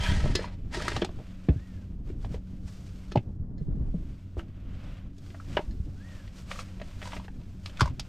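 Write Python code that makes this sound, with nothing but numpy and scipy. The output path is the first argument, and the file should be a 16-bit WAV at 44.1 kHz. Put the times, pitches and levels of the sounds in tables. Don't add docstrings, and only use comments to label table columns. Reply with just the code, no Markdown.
import sys
import numpy as np
from scipy import signal
from scipy.fft import rfft, irfft
from scipy.io import wavfile
from scipy.ndimage import uniform_filter1d

SR = 44100
rng = np.random.default_rng(int(sys.argv[2]) if len(sys.argv) > 2 else 0)


def dump_mix(stems):
    frames = np.atleast_2d(stems).T
    limited = np.clip(frames, -1, 1)
    pcm = np.round(limited * 32767).astype(np.int16)
    wavfile.write(sys.argv[1], SR, pcm)


N = 356328


def amp(db):
    return 10 ** (np.asarray(db) / 20)


def unit_rms(x):
    return x / np.sqrt(np.mean(x ** 2) + 1e-20)


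def curve(rows):
    s, *columns = np.transpose(rows)
    return [np.interp(np.arange(N) / SR, s, c) for c in columns]


def shaped(x, spectrum):
    f, db = np.transpose(spectrum)
    hz = np.fft.rfftfreq(x.shape[-1], 1 / SR)
    gain = amp(np.interp(np.log(hz + 1), np.log(f + 1), db))
    return unit_rms(irfft(rfft(x) * gain, x.shape[-1]))


def band(x, lo_hz, hi_hz):
    sos = signal.butter(2, [lo_hz, min(hi_hz, SR / 2.2)], "bandpass", fs=SR, output="sos")
    return signal.sosfiltfilt(sos, x)


def ring(x, hz, width_hz):
    return unit_rms(signal.lfilter(*signal.iirpeak(hz, hz / width_hz, SR), x))


def rise(t, s):
    return np.sin(np.pi / 2 * np.minimum(t / s, 1)) ** 2


def arch(peak_s, rise_s, fall_s, ends_db):
    t = np.arange(N) / SR - peak_s
    return ends_db * np.minimum(np.where(t < 0, -t / rise_s, t / fall_s) ** 1.34, 20)


def add(mix, s, sound):
    part = mix[max(round(s * SR), 0):][:len(sound)]
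    part += sound[:len(part)]


def friction(per_s, spread_db, smooth):
    slips = amp(spread_db * np.minimum(rng.exponential(1, N), 4)) * (rng.random(N) < per_s / SR)
    swell = unit_rms(signal.lfilter([1], [1, -np.exp(-1 / (0.0074 * SR))], slips))
    return unit_rms((smooth + swell) * rng.standard_normal(N))


# t/s, level/dB
GUSTS = [(0, -34.5), (.3, -25.5), (.42, -44), (.65, -38), (1.1, -41), (1.42, -47), (1.7, -48), (2.25, -35),
         (2.7, -47), (3.35, -40.5), (3.9, -31.5), (4.05, -39.5), (4.18, -50.5), (4.8, -41.5), (5.2, -51.5),
         (5.78, -37.5), (6.1, -46.5), (7.0, -45.5), (7.7, -45.5), (7.9, -39), (8.08, -48.5)]
# f/Hz, relative level/dB
BUFFET_SPECTRUM = [(15, 34), (30, 35.5), (55, 33.5), (90, 0), (150, -2), (300, -66)]
ROAR_SPECTRUM = [(35, -6), (60, -2), (151, -9), (238, -13), (272, -15.5), (461, -30.5), (583, -33.5),
                 (748, -40.5), (2000, -58.5), (2600, -106), (4400, -120)]
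# peak t/s, rise/s, fall/s, level/dB re wind
EDDIES = [(3.698, 0.44, 0.38, -7), (8.0, 0.9, .3, -15.5)]


def wind():
    db, = curve(GUSTS)
    drift = uniform_filter1d(uniform_filter1d(rng.standard_normal(N), 1500), 1500)
    lumps = amp(2.75 * unit_rms(drift))
    buffet = shaped(rng.standard_normal((2, N)), BUFFET_SPECTRUM)
    roar = shaped(rng.standard_normal((2, N)), ROAR_SPECTRUM)
    roar_db = -11.5 + 0.7 * db
    common, eddy = amp(db) * buffet + amp(roar_db) * unit_rms(lumps * roar)
    eddy_gain = sum(amp(top_db + arch(*timing, ends_db=-32)) for *timing, top_db in EDDIES)
    return common + eddy_gain * eddy * np.array([[1], [-1]])


# f/Hz, width/Hz, level/dB before any swell
ENGINE_ORDERS = [(93, 5.6, -47.5), (186.1, 1.78, -47.5), (279.4, 1.6, -63.5)]
# t/s, gain/dB
SECOND_ORDER_SWELL = [(0, 7.5), (1, -4.5), (3.2, -2), (3.6, -10.5), (7, -3.5), (8.08, -8)]


def engine_hum():
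    t, orders = np.arange(N) / SR, []
    for hz, width_hz, db in ENGINE_ORDERS:
        halo = ring(ring(rng.standard_normal(N), hz, width_hz), hz, 4 * width_hz)
        tone = np.sin(2 * np.pi * (hz * t + rng.random()))
        orders.append(amp(db) * unit_rms(halo + 1.04 * tone))
    swell_db, = curve(SECOND_ORDER_SWELL)
    return orders[0] + amp(swell_db) * orders[1] + orders[2]


# t/s, level/dB
DRAGS = [
    [(0, -39.5), (.05, -39.5), (.13, -41), (.26, -46), (.45, -51.5), (.48, -68), (.56, -61)],
    [(.69, -81), (.74, -40.5), (.85, -45.5), (.98, -45.5), (1.06, -63), (1.09, -77)],
]
DRAG_BRIGHT_DB = [-9.5, -8.5]
# f/Hz, width/Hz, relative level/dB
DRAG_MODES = [(950, 95, 9), (1292, 81, 6), (1586, 69, 3), (1847, 240, 9.5), (2360, 640, 2), (3150, 230, -5),
              (4500, 820, -9.5)]


def drags():
    out, t = np.zeros(N), np.arange(N) / SR
    grit = friction(per_s=200, spread_db=3, smooth=1.2)
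    scrape = unit_rms(sum(amp(db) * ring(grit, hz, width) for hz, width, db in DRAG_MODES)) + .8 * grit
    dull = unit_rms(band(scrape, 200, 703))
    middle = unit_rms(band(scrape, 1046, 5200))
    bright = unit_rms(band(scrape, 3800, 9360)) + 0.17 * band(grit, 9500, 13000)
    for rows, bright_db in zip(DRAGS, DRAG_BRIGHT_DB):
        db, = curve(rows)
        dull_db = -21.5 + 0.6 * db
        start_s, end_s = rows[0][0], rows[-1][0]
        gate = np.clip(np.minimum(t - start_s + 0.022, end_s - t) / 0.016, 0, 1)
        out += gate * (amp(db) * (middle + amp(bright_db) * bright) + amp(dull_db) * dull)
    return out


# t/s, peak level/dB, f/Hz
THUDS = [(.004, -23, 54.4), (0.227, -22.5, 60.3), (0.088, -18.5, 57.5), (0.118, -17.5, 84),
         (0.24, -22.5, 113), (0.171, -20, 68), (0.261, -23, 106.5), (0.287, -22, 52), (1.018, -24.5, 195),
         (1.488, -15.5, 147.4), (1.498, -13, 60.8), (1.561, -21.5, 90.7), (3.156, -16.5, 206),
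         (3.168, -16, 113.7), (3.401, -25, 67.6), (3.612, -27, 146), (3.684, -24, 116.6),
         (3.77, -30.5, 139), (3.81, -21.5, 52.7), (3.943, -23.5, 167), (4.377, -26, 50.4),
         (5.681, -25.5, 48.4), (5.8, -25.5, 62), (7.819, -13.5, 95), (7.84, -18, 58.6), (7.9, -27, 52)]


def thuds():
    out, t = np.zeros(N), np.arange(10000) / SR
    for s, db, hz in THUDS:
        phase = 2 * np.pi * hz * (t + 0.0041 * (1 - np.exp(-t / 0.0041)))
        thump = np.sin(phase) + 0.25 * np.sin(2.456 * phase) * amp(-60 * t / 0.076)
        sway = 0.2 * np.sin(phase / 2)
        t60 = 0.087 * amp(0.05 * (db + 25.5))
        swing = (thump + sway) * amp(-60 * t / t60) * rise(t, 0.0068)
        add(out, s - .003, -amp(db) * swing / abs(swing).max())
    return out


# peak t/s, half length/s, f/Hz, level/dB
SQUEAKS = [(0.061, 0.074, 3190, -38.5), (.062, 0.027, 2440, -41), (0.077, 0.039, 1638, -37.5),
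           (0.121, 0.023, 1603, -43), (0.132, 0.04, 2120, -52)]


def squeaks(width_hz=110, glide_hz_per_s=1100, ends_db=-15):
    out, t = np.zeros(N), np.arange(-4000, 4000) / SR
    for s, half_s, hz, db in SQUEAKS:
        rough = signal.lfilter([1], [1, -np.exp(-np.pi * width_hz / SR)], rng.standard_normal((2, len(t))))
        phase = 2 * np.pi * (hz * t + glide_hz_per_s * t ** 2 / 2)
        tone = unit_rms(rough[0] * np.cos(phase) + rough[1] * np.sin(phase))
        tone *= amp(db + ends_db * (t / half_s) ** 2)
        skip = max(4000 - round(s * SR), 0)
        add(out, s + t[skip], tone[skip:])
    return out


# t/s, body peak level/dB, body f/Hz,
# crack level/dB, crack f/Hz, hardness/(dB per octave), share of the free ringing time
KNOCKS = [(0.117, -29.5, 325, -36, 3430, -11, 0.79), (0.24, -25, 317, -40, 3130, -5, 1.3),
          (0.258, -22.5, 636, -58, 2850, -8, 0.42), (0.353, -21, 340, -20.5, 4360, -3.5, 1.7),
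          (.392, -24, 500, -36, 1800, -6, 2.5), (.443, -29.5, 980, -41, 2400, -17, 0.68),
          (.746, -28, 890, -44, 4500, 2, 0.98), (.772, -26.5, 351, -41, 4500, -7, 1.2),
          (.803, -27.5, 870, -46, 2200, 6, .9), (.821, -28, 514, -35.5, 4560, 11, 1.1),
          (0.854, -34, 470, -37, 2600, -1, 1.1), (.88, -20, 1290, -24, 1790, -6, .5),
          (.881, -27, 350, -30, 5300, -2, 0.37), (0.918, -32, 370, -30, 2090, -15, 1),
          (0.964, -21, 790, -30, 3920, -1, 0.66), (1.017, -32.5, 3210, -30, 2980, -10, .7),
          (1.021, -15.5, 343, -28, 2170, -2, 0.63), (1.046, -23, 367, -31, 4260, 7, 1.5),
          (1.091, -33.5, 315, -56, 3100, 2, 1.2), (1.188, -40, 482, -60, 2700, -21, 1.35),
          (1.487, -17, 289, -36, 2090, -18, 1.06), (2.101, -31, 321, -57, 2590, -38, 0.42),
          (2.246, -34, 328, -46.5, 2700, 1, .9), (2.343, -29, 482.6, -47, 2820, -11, 1.9),
          (3.119, -30.5, 372, -38.5, 3630, 2, 1.6), (3.157, -17, 840, -37, 3270, -31, 0.89),
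          (3.158, -17, 535, -67, 2400, -21, 0.5), (3.172, -28.5, 361, -34.5, 2520, -17, 0.77),
          (4.368, -29, 332, -51.5, 900, -13, 2.3), (4.394, -33, 1315, -42, 1510, 1, 0.7),
          (5.181, -48.5, 350, -52, 5230, -21, 0.73), (5.302, -48, 357, -51.5, 2750, -10, 0.71),
          (5.345, -41, 319, -46, 1470, -1, 2.4), (5.4, -39.5, 1310, -48, 1400, -7.5, 0.82),
          (5.518, -48, 326, -50, 2700, -13, 0.75), (5.569, -13.5, 590, -26, 2110, 0, 0.58),
          (5.569, -23, 2910, -33, 2600, -12, 0.7), (5.572, -21.5, 930, -22.5, 1330, -17, 2),
          (5.591, -20.5, 607, -43, 2270, -8, 0.49), (6.276, -55, 1900, -50, 3300, -7, .7),
          (6.513, -29.5, 1194, -32.5, 2500, -9, 0.44), (6.559, -37.5, 1220, -59, 5000, -8, 0.69),
          (6.591, -27, 1235, -43, 2040, 18, 0.43), (6.799, -43, 674, -49.5, 2800, 4, 0.71),
          (6.815, -33, 593, -40.5, 2670, 12, 0.26), (7.016, -45, 640, -38, 2320, -12, 0.73),
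          (7.026, -36, 695, -37, 2460, -9, 0.47), (7.055, -36, 990, -41, 3500, -5, 1.6),
          (7.073, -34, 967, -46, 4500, -7, 1.5), (7.12, -38, 1250, -39, 2400, 5, 0.58),
          (7.132, -31, 904, -38.5, 2550, -10, 0.49), (7.166, -34, 645, -36, 2270, -7, 0.55),
          (7.198, -37.5, 960, -52, 2750, -20, 1), (7.246, -44.5, 319, -49.5, 2500, 5, 0.77),
          (7.282, -33.5, 800, -53, 2190, 15, 0.45), (7.413, -55, 950, -59, 3000, -12, .6),
          (7.659, -36, 341, -34.5, 3730, 12, 1.4), (7.695, -45, 620, -46, 2770, 5, 0.55),
          (7.771, -52, 1530, -40.5, 3500, -5, .9), (7.796, -27.5, 1410, -37.5, 4600, -18, 1.1),
          (7.807, -16.5, 1470, -22.5, 4500, -20, 0.72), (7.809, -13.5, 1086, -29, 1300, -6, 0.57),
          (7.812, -23, 403, -49, 6000, -10, 0.86), (7.815, -15, 1079, -27.5, 4270, -10, 1.3),
          (7.83, -28, 1070, -44, 2800, -14, .9), (7.857, -25.5, 1020, -44.5, 5400, -7, 1.2),
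          (7.876, -27.5, 1017, -50, 5370, 1.5, 0.79), (7.996, -31.5, 1230, -29.5, 4530, 14, 0.2)]
# nominal multiple of the body's f, relative level/dB
SLAT_MODES = [(0.601, -10), (1, -1), (1.501, -11), (2.101, -3), (3.3, -2.5), (4.799, -7.5)]


def crack(t, hz):
    grit = rng.standard_normal(len(t))
    snap = unit_rms(band(grit, 0.52 * hz, 1.34 * hz)) + 0.65 * unit_rms(band(grit, 700, 1.9 * hz))
    top = 0.079 * (hz / 5000) ** 2 * grit
    decay = amp(-60 * t / 0.029) + 0.05 * amp(-60 * t / 0.08)
    return (snap + top) * rise(t, 0.0039) * decay


def knocks():
    out, t = np.zeros(N), np.arange(6000) / SR
    multiple, mode_db = np.transpose(SLAT_MODES)[:, :, None]
    for s, db, hz, crack_db, crack_hz, hard_db, free in KNOCKS:
        t60 = np.clip(free, .2, 2) * 0.077 * (616 / hz) ** 0.66
        phase, shape = rng.random((2, len(SLAT_MODES), 1))
        f = hz * multiple ** (0.967 + 0.12 * shape)
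        decay_db = 60 * t / t60 * np.maximum(multiple, 1) ** 1.83
        level_db = mode_db + hard_db * abs(np.log2(multiple)) - decay_db
        chatter = 1 + 1.13 * unit_rms(band(rng.standard_normal((len(SLAT_MODES), len(t))), 27.5, 440))
        modes = chatter * amp(level_db) * np.sin(2 * np.pi * (f * t + phase))
        body = modes.sum(0) * rise(t, 0.0035)
        add(out, s - .001, amp(db) * body / abs(body).max() + amp(crack_db) * crack(t, crack_hz))
    return out


# peak t/s, rise/s, fall/s, level/dB, treble/dB re level
SWISHES = [(.45, 0.22, 0.082, -51, -20), (1.15, 0.72, 0.61, -61.5, -10.5), (1.74, 1, 0.23, -64.5, -7.5),
           (2.079, 0.036, 0.077, -62, -8), (2.25, .07, 0.037, -62.5, -4.5),
           (2.339, 0.045, 0.038, -55, -6.5), (2.52, .15, 0.12, -66.5, -7.5), (2.69, 0.05, 0.3, -61, -2),
           (3.03, 0.4, 0.22, -63, -6), (3.62, 0.04, 0.05, -72, -6.5), (4.1, 0.4, 0.42, -66, -8),
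           (4.391, 0.019, 0.028, -52.5, -9), (4.92, 0.37, 0.15, -55.5, -15), (5.26, 0.1, 0.93, -63, -3.5),
           (5.54, 0.082, 0.12, -53.5, -8), (6.15, 0.18, 0.22, -57, -7.5), (6.39, 0.056, 0.054, -54.5, -3.5),
           (6.52, 0.039, 0.066, -46.5, -5.5), (6.599, 0.049, 0.037, -48, -3), (6.68, 0.17, 0.15, -57.5, -8),
           (6.88, 0.15, 0.44, -58, -6.5), (7.06, 0.062, 0.066, -50.5, -3.5), (7.16, 0.091, 0.041, -49, -6),
           (7.25, 0.037, 0.032, -56.5, -8), (7.55, 0.39, 0.4, -66, -5.5),
           (7.675, 0.045, 0.052, -56.5, -3.5), (7.84, 0.092, 0.059, -46.5, -12),
           (8.06, 0.16, .1, -60.5, -8)]
# f/Hz, relative level/dB
CLOTH_SPECTRUM = [(290, -34.5), (500, 15.5), (827, -7.5), (1490, -7), (1800, -10), (3330, -8.5),
                  (11300, -21.5), (12700, -19), (15500, -54)]
AIRY_SPECTRUM = [(9000, -22.5), (11000, -14), (12000, -7.5), (13200, -6), (14200, -16), (15500, -25.5)]


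def rustle():
    cloth = shaped(friction(per_s=60, spread_db=2, smooth=4), CLOTH_SPECTRUM)
    level = bright = amp(-92)
    for peak_s, rise_s, fall_s, db, bright_db in SWISHES:
        swish = amp(db + arch(peak_s, rise_s, fall_s, ends_db=-11.5))
        level = np.hypot(level, swish)
        bright = np.hypot(bright, amp(bright_db) * swish)
    low, high = unit_rms(band(cloth, 688, 3540)), unit_rms(band(cloth, 4020, 9950))
    airy = shaped(rng.standard_normal((2, N)), AIRY_SPECTRUM) * amp([[-29.], [-34.]])
    return level * low + bright * high + bright ** 0.69 * airy


# t/s, peak level/dB, hardness/(dB per octave), share of the free ringing time
CLINKS = [(0.351, -23, -1, 0.3), (.36, -30, 0, 1.1), (.445, -43, -1.5, .7), (3.1143, -44, -3, 0.32),
          (3.5804, -54, -1, 0.4), (5.7085, -48, 1.5, 0.25)]
# f/Hz, relative level/dB, free t60/s
STEEL_MODES = [(1545, -15, .3), (1739, -3, .2), (2013, -10, .3), (3160, -14, .12), (3591, -11, .15),
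               (4027, -9, .12), (4188, -7, .24), (5243, -10, .2), (4334, -5, .09), (5642, -11, .1),
               (4640, -8, .22), (5012, -9, .17), (6735, -6, .08)]


def clinks():
    out, t = np.zeros(N), np.arange(16000) / SR
    f, mode_db, t60 = np.transpose(STEEL_MODES)[:, :, None]
    for s, db, hard_db, free in CLINKS:
        phase, spot = rng.random((2, len(STEEL_MODES), 1))
        decay_db = 60 * t / (t60 * np.clip(free, .1, 1.2))
        level_db = mode_db + 3 * spot + hard_db * np.log2(f / 3000) - decay_db
        modes = amp(level_db) * np.sin(2 * np.pi * (f * t + phase))
        walls = modes.sum(0) * np.minimum(t / 0.0012, 1)
        add(out, s, amp(db) * walls / abs(walls).max())
    return out


# top of the note t/s, level/dB
BIRD_NOTES = [(1.65, -68), (6.087, -62)]


def bird(start_hz=1440, top_hz=1910, end_hz=1488, rise_s=.14, fall_s=.21):
    out, t = np.zeros(N), np.arange(-rise_s, fall_s, 1 / SR)
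    from_top = np.where(t < 0, -t / rise_s, t / fall_s)
    climb = (start_hz - top_hz) * np.sin(np.pi / 2 * from_top) ** 2
    sag = (end_hz - top_hz) * from_top ** 1.2
    hz = top_hz + np.where(t < 0, climb, sag)
    note = np.sqrt(2) * np.sin(2 * np.pi * np.cumsum(hz) / SR) * np.clip((1 - from_top) / .1, 0, 1)
    for s, db in BIRD_NOTES:
        waver_db = 4 * unit_rms(uniform_filter1d(rng.standard_normal(len(t)), 250))
        add(out, s + t[0], amp(db + waver_db - 14 * from_top ** 3) * note)
    return out


def boot_reverb(x, t60=0.082):
    t = np.arange(8000) / SR
    mid, side = band(rng.standard_normal((2, len(t))), 110, 7400) * amp(-60 * t / t60) * (t > .003)
    side = 0.045 * band(side, 2500, 12000)
    tails = np.array([mid + side, mid - side]) / np.linalg.norm(mid)
    return signal.oaconvolve(x[None], tails, axes=1)[:, :N]


def scene():
    near = drags() + squeaks() + knocks() + clinks() + thuds()
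    return near + amp(-14) * boot_reverb(near) + rustle() + wind() + engine_hum() + bird()


def record(dry):
    lowpass = signal.firwin(511, 15300, window=("kaiser", 9), fs=SR)
    return signal.oaconvolve(dry, lowpass[None], "same")


dry = scene()
out = record(dry)
dump_mix(out)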